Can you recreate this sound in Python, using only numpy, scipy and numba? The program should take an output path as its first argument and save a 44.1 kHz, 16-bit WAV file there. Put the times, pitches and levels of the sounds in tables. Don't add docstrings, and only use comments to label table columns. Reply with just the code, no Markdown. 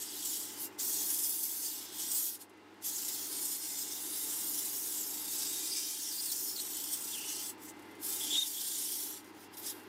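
import sys
import numpy as np
from scipy import signal
from scipy.fft import rfft, irfft
from scipy.io import wavfile
from scipy.ndimage import uniform_filter1d
from numba import njit

SR = 44100
rng = np.random.default_rng(int(sys.argv[2]) if len(sys.argv) > 2 else 0)


def voltage_ratio(level):
    return 10 ** (np.asarray(level, float) / 20)


def dump(signal):
    limited = np.clip(np.atleast_2d(signal).T, -1, 1)
    pcm = np.round(limited * 32767).astype(np.int16)
    wavfile.write(sys.argv[1], SR, pcm)


N = 435708
TIME = np.arange(N) / SR
CLOCK = np.arange(0, N + 32, 32) / SR
SPINDLE_HZ = 29.52
HUM_HZ = 99.93 * np.arange(1, 7)


def rms_one(x):
    return x / np.sqrt(np.mean(x ** 2) + 1e-20)


def in_full(control):
    return np.interp(TIME, CLOCK, control)


def at_hz(points, hz):
    return np.interp(np.log(hz), np.log(np.array(points)[:, 0]), np.array(points)[:, 1])


def drift(rate):
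    r = np.exp(-80 * np.pi * rate / SR)
    slow = signal.lfilter([1], [1, -2 * r, r * r], rng.standard_normal(N // 40 + 2002))[2000:]
    return np.interp(np.arange(N) / 40, np.arange(len(slow)), rms_one(slow))


def band(x, low_hz, high_hz):
    return signal.sosfilt(signal.butter(2, [low_hz, high_hz], "band", fs=SR, output="sos"), x)


def tones(hz, level_db, wobble, flicker_db=0):
    clock = TIME + wobble * drift(0.621)
    out = np.zeros(N)
    for f, db in zip(hz, level_db):
        if flicker_db:
            db = db + flicker_db * drift(6.0)
        out += np.sqrt(2) * voltage_ratio(db) * np.sin(2 * np.pi * (f * clock + rng.random()))
    return out


# [t/s, level/dB]
FAR_RUMBLE = [(0, -100), (7.3, -100), (7.8, -82), (8.3, -86), (8.5, -95), (9.4, -86), (9.88, -89)]


def far_rumble():
    s, level_db = np.transpose(FAR_RUMBLE)
    return voltage_ratio(np.interp(TIME, s, level_db)) * rms_one(band(rng.standard_normal(N), 35, 65))


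# [f/Hz, level/dB per Hz]
WHIRR = [(30, -62), (77, -21.5), (144, -26), (305, 1.5), (444, -8), (540, -14.5), (660, -12.5), (880, -6.5),
         (1180, -12), (1950, -12.5), (2260, -15), (5000, -23.5), (12100, -42.5), (16000, -65)]


def whirr():
    hz = np.maximum(np.fft.rfftfreq(N, 1 / SR), 20)
    noise = irfft(rfft(rng.standard_normal(N)) * voltage_ratio(at_hz(WHIRR, hz)), N)
    return voltage_ratio(-57.5 + 0.5 * drift(15)) * rms_one(noise)


HUM_DB = [-74, -72.5, -64.5, -99, -83, -78.5]
SLOT_DB = [-77, -70.5, -77, -75, -97]
# [f/Hz, level/dB rms]
WHINES = [(884.9, -75), (1283, -78.5), (1404, -77.5), (1590, -78.5), (2062, -74.5), (2782, -76.5)]


def motor():
    hum = tones(HUM_HZ, HUM_DB, wobble=0.00025)
    slot_hz = 834.6 + HUM_HZ[0] * np.arange(-1, 4)
    slots = tones(slot_hz, SLOT_DB, wobble=0.0002, flicker_db=1.2)
    whines = tones(*np.transpose(WHINES), wobble=0.00204, flicker_db=4.5)
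    return hum + slots + whines


# [f/Hz, level/dB]
CASING = [(60, -33), (120, -15), (200, -13.5), (270, -5), (320, 2.5), (400, -0.5), (470, -4), (600, 4),
          (900, -30)]


def belt():
    belt_hz = 8.43
    laps = np.delete(np.arange(-12, 17), 12)
    hz = (HUM_HZ[:4, None] + belt_hz * laps).ravel()
    lap_db = -3.0 * (laps % 2) + 6.6 * (laps == 2) - 0.21 * abs(laps)
    hum_db = np.array([[-2.5], [-3], [0.1], [-6]])
    level_db = (lap_db + hum_db).ravel() + at_hz(CASING, np.maximum(hz, 30))
    level_db = level_db + rng.normal(0, 2.8, len(hz))
    return voltage_ratio(-60.5) * rms_one(tones(hz, level_db, wobble=0.00066))


def spindle():
    hz = SPINDLE_HZ * np.arange(3, 17)
    return voltage_ratio(-69.5) * rms_one(tones(hz, at_hz(CASING, hz), wobble=0.00076))


# [t/s, time to duck/s, depth/dB]
DUCKS = [
    (1.0, 0.46, -6),
    (2.15, 0.13, -5.5),
    (3.4, 0.19, -3),
    (4.45, 0.38, -3),
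    (5.45, 0.52, -6.5),
    (6.5, 0.6, -1.5),
    (8.37, 0.031, -7.5),
]


def auto_gain():
    full_gain_db, start_duck_db, recover_s = 5, -6, 1.13
    gain_db = full_gain_db + start_duck_db * np.exp(-CLOCK / recover_s)
    for s, onset, depth_db in DUCKS:
        recovery = np.exp(-np.maximum(CLOCK - s - onset, 0) / recover_s)
        gain_db = gain_db + depth_db * np.clip((CLOCK - s) / onset, 0, 1) * recovery
    return in_full(voltage_ratio(gain_db))


# [t/s, peak level/dB]
FLUTTER = [(2.4134, -46), (2.4957, -49), (2.5346, -60), (2.5726, -56), (7.5797, -51), (7.658, -45),
           (7.7694, -53), (7.7932, -44), (7.8226, -47), (7.9104, -46), (7.9518, -46), (9.2439, -44),
           (9.3033, -52), (9.3472, -53), (9.5397, -38), (9.5696, -33)]


def flutter():
    taps = np.full(N, 1e-18)
    for s, peak_db in FLUTTER:
        taps[round(s * SR)] += voltage_ratio(peak_db - 13.0)
    shape = signal.lfilter([1], [1, -np.exp(-1 / (0.008 * SR))], taps)
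    return shape * rms_one(band(rng.standard_normal(N), 5600, 13000))


@njit
def moving_resonance(x, hz, width_hz, sr):
    y = np.zeros(len(x))
    for i in range(2, len(x)):
        r = np.exp(-np.pi * width_hz[i] / sr)
        ringing = 2 * r * np.cos(2 * np.pi * hz[i] / sr) * y[i - 1] - r * r * y[i - 2]
        y[i] = np.sqrt(1 - r) * x[i] + ringing
    return y


# [t/s, length/s, first f/Hz, last f/Hz, level/dB]
SQUEALS = [(5.696, 0.098, 4850, 5000, -44), (6.042, 0.066, 5600, 5700, -47),
           (6.118, .09, 4750, 4830, -45.5), (6.227, .085, 5130, 4150, -47.5),
           (6.308, .025, 4200, 4570, -44.5), (6.35, 0.15, 5900, 5900, -51.5),
           (6.473, 0.094, 5370, 5400, -51), (6.56, .02, 4600, 3900, -47), (6.573, 0.039, 3950, 4300, -47.5),
           (7.125, .04, 3750, 2850, -48.5), (7.17, 0.16, 2760, 2940, -50), (7.307, 0.13, 2950, 3150, -56),
           (8.208, 0.014, 3480, 3480, -44.5), (8.216, .04, 3420, 3440, -46), (8.264, .045, 3230, 3250, -45),
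           (8.305, 0.069, 3400, 3570, -38), (8.38, 0.015, 3720, 3670, -28.5), (8.402, .02, 3600, 3650, -37),
           (8.421, .013, 3810, 3590, -31.5), (8.43, .035, 3650, 3520, -46), (8.54, 0.14, 3400, 3270, -53.5),
           (8.717, .08, 3270, 3270, -61), (8.865, 0.082, 3200, 3250, -56)]


def squeals():
    edge_db_per_s, loose_q, locked_width_hz = 2000, 16.6, 25
    hz = np.zeros(len(CLOCK))
    level_db = np.full(len(CLOCK), -np.inf)
    for s, length, first_hz, last_hz, db in SQUEALS:
        outside_s = np.maximum(abs(CLOCK - s - length / 2) - length / 2, 0)
        own_db = db - edge_db_per_s * outside_s
        glide_hz = np.interp(CLOCK, [s, s + length], [first_hz, last_hz])
        hz = np.where(own_db > level_db, glide_hz, hz)
        level_db = np.maximum(level_db, own_db)
    hz, level_db = in_full(uniform_filter1d(hz, size=16)), in_full(level_db)
    locked = np.interp(level_db, [-39, -30], [0, 1])
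    width_hz = hz / loose_q * (1 - locked) + locked_width_hz * locked
    hz = hz + 0.2 * width_hz * drift(35)
    level_db = level_db + width_hz / 65 * drift(41)
    once = moving_resonance(rng.standard_normal(N), hz, width_hz * 1.5, SR)
    twice = moving_resonance(once, hz, width_hz * 1.5, SR)
    strength = np.sqrt(uniform_filter1d(twice ** 2, size=130) + 1e-12)
    return voltage_ratio(level_db) * twice / strength


# [landed t/s, landing time/s, lifts t/s, lifting time/s, level under the pull/dB]
CONTACTS = [(0, .01, .655, .068, 0), (.7, .02, .76, .02, -27), (.793, .022, 2.355, .052, 0),
            (2.415, .07, 2.425, .045, -7), (2.824, .014, 2.84, .01, -12), (2.848, .05, 7.5, .07, 0),
            (7.62, .06, 7.7, .035, -12), (7.72, .02, 7.97, .02, -32), (8.035, .07, 9.175, .125, 0),
            (9.245, .02, 9.285, .07, -14.5), (9.41, .2, 9.45, .06, -11), (9.54, .05, 9.56, .03, -8),
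            (9.575, .03, 9.72, .07, 0), (9.735, .02, 9.75, .24, -10)]


def contact(clock):
    clear_db = -41
    touches = [np.interp(clock, [s - land, s, lift, lift + fall], [clear_db, db, db, clear_db])
               for s, land, lift, fall, db in CONTACTS]
    return np.max(touches, axis=0)


def throb():
    turn = 2 * np.pi * SPINDLE_HZ * TIME
    swing_db = 0.42 * (1 + 1.2 * drift(0.99)) * np.sin(turn + 1.2 * drift(0.7))
    swing_db = swing_db + 0.36 * drift(0.91) * np.sin(2 * turn)
    catches = (rng.random(N) < 45 / SR) * np.minimum(rng.exponential(1, N), 3)
    held = signal.lfilter([1], [1, -np.exp(-1 / (0.01 * SR))], catches)
    return voltage_ratio(swing_db + 1.37 * (held - held.mean()))


# [f/Hz, level/dB]
GRIT = [(1500, -11), (2200, -10), (2900, -4.5), (3450, 2), (4100, -1.5), (5200, 2.5), (6100, 1),
        (7500, 1.5), (12000, -0.5), (15000, 1.5), (16500, -20)]
# [t/s, pressure level/dB, strip resonance f/Hz, share rubbed by the edge/dB]
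HEAD_STROKES = [
    [(0.0, -41, 8020, -5.5), (0.07, -44.5, 8300, -9), (0.232, -41, 7050, -7), (0.342, -35, 7400, -4),
     (0.562, -49, 7960, -8.5), (0.61, -40, 10000, -2), (0.65, -40, 9840, -2.5)],
    [(0.8, -36, 7160, -10), (0.856, -35.5, 8410, -3), (0.974, -36, 7200, -5), (1.16, -33.5, 9180, -3),
     (1.572, -37.5, 9250, 0), (1.664, -36.5, 8000, -4), (1.92, -51.5, 8560, -10.5)],
    [(1.92, -50, 8210, -8), (2.018, -37, 7960, -6), (2.07, -41, 8380, -6), (2.158, -32, 8610, -3.5),
     (2.29, -37, 8100, -1.5), (2.33, -42, 9210, 0), (2.36, -41.5, 8780, -4.5)],
]
TAIL_STROKES = [
    [(2.85, -36, 7960, -5), (3.21, -40, 6530, -6), (3.31, -39, 9050, -8), (3.81, -40, 8040, -5.5),
     (3.89, -41.5, 7100, -5.5), (4.23, -37.5, 9700, -5), (4.99, -37.5, 8190, -3), (5.04, -39.5, 7100, -2.5),
     (5.3, -39, 8410, -5)],
    [(5.3, -37, 7660, -6.5), (5.53, -36.5, 8550, -10), (5.87, -39, 7370, -10), (6.3, -40, 8620, -3.5),
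     (6.35, -39, 7730, -5.5), (7.06, -40.5, 8650, -4), (7.29, -39.5, 6960, -8.5), (7.46, -40, 7300, -6.5),
     (7.5, -40.5, 8630, -3)],
]
LAST_STROKES = [
    [(8.03, -36.5, 9700, -3), (8.382, -38, 7340, -12.5), (8.496, -40, 9300, -4.5), (8.75, -37, 8150, -8),
     (9.038, -38.5, 10300, -4), (9.17, -47.5, 9840, -5.5)],
    [(9.575, -46.5, 11900, -5), (9.597, -45, 12100, 3), (9.613, -51, 11700, -1), (9.665, -38, 11200, -7.5),
     (9.709, -38.5, 11200, -8), (9.72, -44.5, 11200, -6)],
]
# [t/s, length/s, pressure change/dB, edge change/dB]
SWINGS = [(2.924, 0.13, -1.5, 1), (3.29, .14, -2.5, 2), (3.45, 0.31, 3, 4), (3.59, .1, -3.5, 4),
          (3.798, .08, 3.5, 0), (4.086, .3, 0.5, 0.5), (4.33, 0.14, 0.5, -1.5), (4.48, 0.15, 1, 3.5),
          (4.62, .25, 0.5, -1), (4.798, 0.11, 0.5, 3), (4.976, 0.1, 0.5, -3.5), (5.777, .06, 4, -3),
          (6.32, 0.018, 6.5, -2), (6.422, 0.29, 2, 3.5), (6.544, 0.075, -4, 3), (6.934, 0.053, 6, 0),
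          (7.11, 0.15, 1.5, -2), (7.23, .16, -3.5, 0), (8.03, .04, -2.5, 1.5)]


def sanding():
    s, *controls = np.transpose(sum(HEAD_STROKES + TAIL_STROKES + LAST_STROKES, []))
    pull_db, strip_hz, edge_db = [np.interp(CLOCK, s, c) for c in controls]
    for at, length, db, more_db in SWINGS:
        swing = np.cos(np.pi * np.clip((CLOCK - at) / length, -0.5, 0.5)) ** 2
        pull_db, edge_db = pull_db + db * swing, edge_db + more_db * swing
    touch_db = contact(CLOCK)
    more_edge_db = edge_db + 0.07 * touch_db + 5.5

    edges = np.geomspace(1500, 16500, num=29)
    hz = np.sqrt(edges[1:] * edges[:-1])[:, None]
    strip_ring_db = 3.5 * np.exp(-(np.log2(hz / strip_hz) / 0.41) ** 2)
    edge_ring_db = (2 + 0.5 * more_edge_db) * np.exp(-(np.log2(hz / 12640) / 0.25) ** 2)
    tilt_db = 0.43 * more_edge_db * np.log2(np.maximum(hz, 3000) / 9000)
    colour_db = at_hz(GRIT, hz) + strip_ring_db + edge_ring_db + tilt_db

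    lows = 1 / (1 + (hz / 4620) ** 6)
    lows_db, lows_follow, usual_pull_db = -4.5, 0.39, -37.5
    whole_db = 10 * np.log10(np.sum((1 - lows) * hz * voltage_ratio(colour_db) ** 2, axis=0))
    wood_db = lows * (lows_db - (1 - lows_follow) * (pull_db - usual_pull_db))
    level_db = colour_db - whole_db + pull_db + wood_db + touch_db

    scratches = rng.standard_normal((2, N)) * voltage_ratio(1.96 * rng.exponential(1, (2, N)))
    scratches = rms_one(scratches) * throb()
    out = np.zeros(N)
    for k, (low, high) in enumerate(zip(edges, edges[1:])):
        patch_db = 1.17 * drift(2.26) + 1.75 * drift(13.5)
        out += band(scratches[k % 2], low, high) * voltage_ratio(in_full(level_db[k]) + patch_db + 53.0)
    return out


GRIPS_S = [0, .45, .75, 1.35, 1.9, 2.6, 3.35, 3.9, 4.4, 5, 5.5, 6, 6.55, 7.1, 7.8, 8.5, 9.3]
# [delay t/s, level/dB]
NEAR_ECHOES = [
    (.00115, -24),
    (.0028, -9),
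]


def surroundings(x):
    lag, out = np.arange(1500), x.copy()
    ends = GRIPS_S[1:] + [11]
    for k, (start, end) in enumerate(zip(GRIPS_S, ends)):
        echoes = rng.standard_normal(len(lag)) * voltage_ratio(-28.5 - 60 * lag / SR / 0.041) * (lag > 25)
        for s, level_db in NEAR_ECHOES:
            delay = round(s * SR * rng.uniform(0.95, 1.05))
            echoes[delay] += voltage_ratio(level_db) * rng.choice([-1, 1])
        echoes = signal.lfilter([0.7], [1, -0.3], echoes)
        fades_s = [start - 0.1, start + 0.1, end - 0.1, end + 0.1]
        share = np.interp(TIME, fades_s, [k == 0, 1, 1, 0])
        a, b = np.flatnonzero(share)[[0, -1]]
        heard = signal.oaconvolve((x * share)[a:b], echoes)[:N - a]
        out[a:a + len(heard)] += heard
    return out


def scene():
    machine = whirr() + motor() + belt() + spindle()
    strip = surroundings(sanding() + flutter()) + squeals()
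    mono = far_rumble() + auto_gain() * machine + strip
    return np.array([mono, mono])


# [t/s, level/dB]
SPLITS = [ (.291, -50), (1.313, -45), (1.452, -58), (2.265, -54), (3.449, -50), (3.519, -47), (3.774, -49),
          (4.494, -48), (4.587, -47), (5.028, -57), (5.818, -60), (6.886, -57), (9.022, -56)]


def side_puffs():
    window = np.zeros(N)
    for s, level_db in SPLITS:
        middle = round(s * SR)
        window[middle - 1024:middle + 1024] = voltage_ratio(level_db + 2) * np.hanning(2048)
    highs = signal.ellip(8, 0.5, 50, [4300, 13500], "band", fs=SR, output="sos")
    puffs = window * rms_one(signal.sosfilt(highs, rng.standard_normal(N)))
    return puffs * [[1], [-1]]


def roll_off(x):
    return signal.sosfilt(signal.butter(12, 16770, fs=SR, output="sos"), x)


def record(dry):
    cut = signal.ellip(14, 0.3, 75, 15760, fs=SR, output="sos")
    mix = signal.sosfilt(cut, dry + side_puffs())
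    return roll_off(mix)


dry = scene()
out = record(dry)
dump(out)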